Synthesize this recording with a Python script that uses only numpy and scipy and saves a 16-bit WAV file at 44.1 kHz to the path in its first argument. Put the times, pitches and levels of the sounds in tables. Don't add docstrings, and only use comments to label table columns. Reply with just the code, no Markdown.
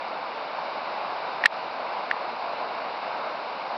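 import sys
import numpy as np
from scipy import signal
from scipy.fft import rfft, irfft, next_fast_len
from scipy.io import wavfile
from scipy.ndimage import uniform_filter1d, minimum_filter1d, map_coordinates

SR = 44100
rng = np.random.default_rng(int(sys.argv[2]) if len(sys.argv) > 2 else 0)


def waveform_to_disk(signal):
    frames = np.transpose(np.atleast_2d(signal))
    scaled = np.clip(frames, -1, 1) * 32767
    samples = np.round(scaled).astype(np.int16)
    wavfile.write(sys.argv[1], SR, samples)


N = 166257

# time_s, level_db
FLOW_STRENGTH = [(0, -33.5), (0.381, -33.5), (.58, -32), (1.25, -32), (1.7, -33), (2.0, -32), (2.4, -33.2),
                 (2.6, -32), (3.22, -32), (3.45, -33.5), (3.77, -33)]

def debris_flow(surge_db=.08, churn_db=.42, slops_db=-11, spray_db=-10, spray_follows=.7):
    level_db = np.interp(np.arange(N) / SR, *np.transpose(FLOW_STRENGTH))
    swing_db = level_db - level_db.mean() + surge_db * wobble(5.3)
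    roar = mud_roar()
    spray = amp(spray_db + spray_follows * swing_db) * spray_wash()
    churn = amp(swing_db + churn_db * wobble(18))
    return amp(level_db.mean()) * (churn * (roar + amp(slops_db) * slops()) + spray)


# frequency_hz, relative_level_db
ROAR_SPECTRUM = [(20, -41.5), (60, -38), (100, -29.5), (160, -20), (230, -14), (310, -12.5), (410, -11.5),
                 (500, -6), (600, -1), (850, 1), (1000, 0), (1200, -4.5), (1600, -10), (1850, -19),
                 (2400, -29), (6000, -60.5)]

def mud_roar():
    return rush(ROAR_SPECTRUM, patchy_db=.52)


def slops(per_s=160, centre_hz=790, log_spread=.24, decay_cycles=14):
    count = int(per_s * N / SR)
    start = rng.integers(0, N, count)
    pitch, size = rng.standard_normal((count, 2)).T
    samples = np.arange(SR // 20)
    cycles = centre_hz * np.exp(log_spread * pitch)[:, None] * samples / SR
    age = cycles / decay_cycles
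    envelope = amp(2 * size)[:, None] * age * amp(-60 * age)
    knocks = envelope * np.sin(2 * np.pi * cycles)
    return unit(np.bincount((start[:, None] + samples).ravel(), knocks.ravel(), N)[:N])


# frequency_hz, relative_level_db
SPRAY_SPECTRUM = [(1000, -30.5), (1850, -7), (2220, 0), (2850, -4.5), (3120, -10.5), (3360, -13),
                  (3650, -7), (4200, -8), (5100, -12.5), (5500, -22.5), (5900, -27), (6300, -38.5)]

def spray_wash():
    return rush(SPRAY_SPECTRUM, patchy_db=.5)


# start_s, level_db, pitch_ratio, ring_length_ratio, brightness_db_per_octave, rattle_db
FINGER_CONTACTS = [(1.4384, -4.5, 0.92, .55, -3, -22), (1.4395, -5, 1.03, 0.73, -6, -27),
                   (1.452, -16.5, 0.62, 2, 0, -8.5), (1.4572, 3.5, 1, .75, 4, -19.5),
                   (1.4594, 1, 0.993, 0.79, 2, -13.5), (1.467, -16.5, 1.105, .6, 3, -7.5),
                   (2.1126, -1, 0.975, 0.51, -3.5, -29)]

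def handling_clicks(attack_s=.00044, rattle_t60_s=.032, low_cut_hz=900):
    t = np.arange(SR // 20) / SR
    rings, rattle_power = np.zeros((2, N + SR))
    for start_s, level_db, pitch, length, brightness, rattle_db in FINGER_CONTACTS:
        start = round(start_s * SR)
        rise = amp(level_db) * (1 - np.exp(-t / attack_s))
        rings[start:][:len(t)] += rise * body_ring(t, pitch, length, brightness)
        rattle_power[start:][:len(t)] += (rise * amp(rattle_db - 60 * t / rattle_t60_s)) ** 2
    low_cut = signal.butter(2, low_cut_hz, "high", fs=SR, output="sos")
    return signal.sosfilt(low_cut, rings[:N] + rattle(rattle_power[:N]))


# pitch_hz, level_db, t60_s
BODY_MODES = [(1570, -14.5, 0.0077), (1846, -0.5, 0.015), (2157, -7.5, 0.011), (2717, -11.5, 0.014),
              (3220, -18.5, 0.014), (4023, -17.5, .013), (5020, -23, 0.014)]

def body_ring(t, pitch, length, brightness):
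    ring, strongest_hz = 0, BODY_MODES[1][0]
    for hz, level_db, t60_s in BODY_MODES:
        envelope_db = level_db + brightness * np.log2(hz / strongest_hz) - 60 * t / (t60_s * length)
        ring += amp(envelope_db) * np.sin(2 * np.pi * hz * pitch * t)
    return ring


# frequency_hz, relative_level_db
RATTLE_SPECTRUM = [(800, -21), (1500, -0.5), (2200, 7), (2800, -1.5), (3400, -7), (4200, -5.5), (5200, -17),
                   (6200, -25.5)]

def rattle(power):
    return np.sqrt(power) * rush(RATTLE_SPECTRUM, patchy_db=1.5)


def limiter(x, threshold_db=-6.5, attack_s=.011, hold_s=.026, release_db_per_s=236):
    hold, attack = int(hold_s * SR), int(attack_s * SR)
    needed_db = np.minimum(threshold_db - 20 * np.log10(np.abs(x) + 1e-9), 0)
    held_db = minimum_filter1d(needed_db, hold, origin=(hold - 1) // 2)
    recovery_db = release_db_per_s * np.arange(N) / SR
    gain_db = np.minimum.accumulate(held_db - recovery_db) + recovery_db
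    return x * amp(signal.lfilter(np.ones(attack) / attack, 1, gain_db))


def rush(spectrum, patchy_db):
    bins = signal.stft(rng.standard_normal(N), nperseg=512)[2]
    patches = uniform_filter1d(rng.standard_normal(bins.shape), size=5, axis=0)
    patches = uniform_filter1d(patches, size=12, axis=1)
    noise = signal.istft(bins * amp(patchy_db * unit(patches)), nperseg=512)[1][:N]
    knot_hz, knot_db = np.transpose(spectrum)
    return unit(filtered(noise, lambda hz: amp(np.interp(np.log(hz + 1), np.log(knot_hz + 1), knot_db))))


def wobble(knots_per_s):
    knots = rng.standard_normal(int(N * knots_per_s / SR) + 4)
    return map_coordinates(knots, [np.arange(N) * knots_per_s / SR])


def filtered(x, response):
    size = next_fast_len(N + SR // 2)
    return irfft(rfft(x, size) * response(np.fft.rfftfreq(size, 1 / SR)), size)[:N]


def amp(db):
    return 10 ** (np.asarray(db) / 20)


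def unit(x):
    return x / np.sqrt(np.mean(x ** 2) + 1e-20)


def scene():
    return (debris_flow() + handling_clicks())[None]


def record(dry, mic_top_hz=6300, ceiling=.72, bias=.02, top_hz=16200):
    mic = filtered(dry[0], lambda hz: np.clip((mic_top_hz - hz) / 700, 0, 1))
    overloaded = np.clip(limiter(mic), bias - ceiling, bias + ceiling)
    return filtered(overloaded, lambda hz: np.clip((top_hz - hz) / 700, 0, 1))[None]


dry = scene()
out = record(dry)
waveform_to_disk(out)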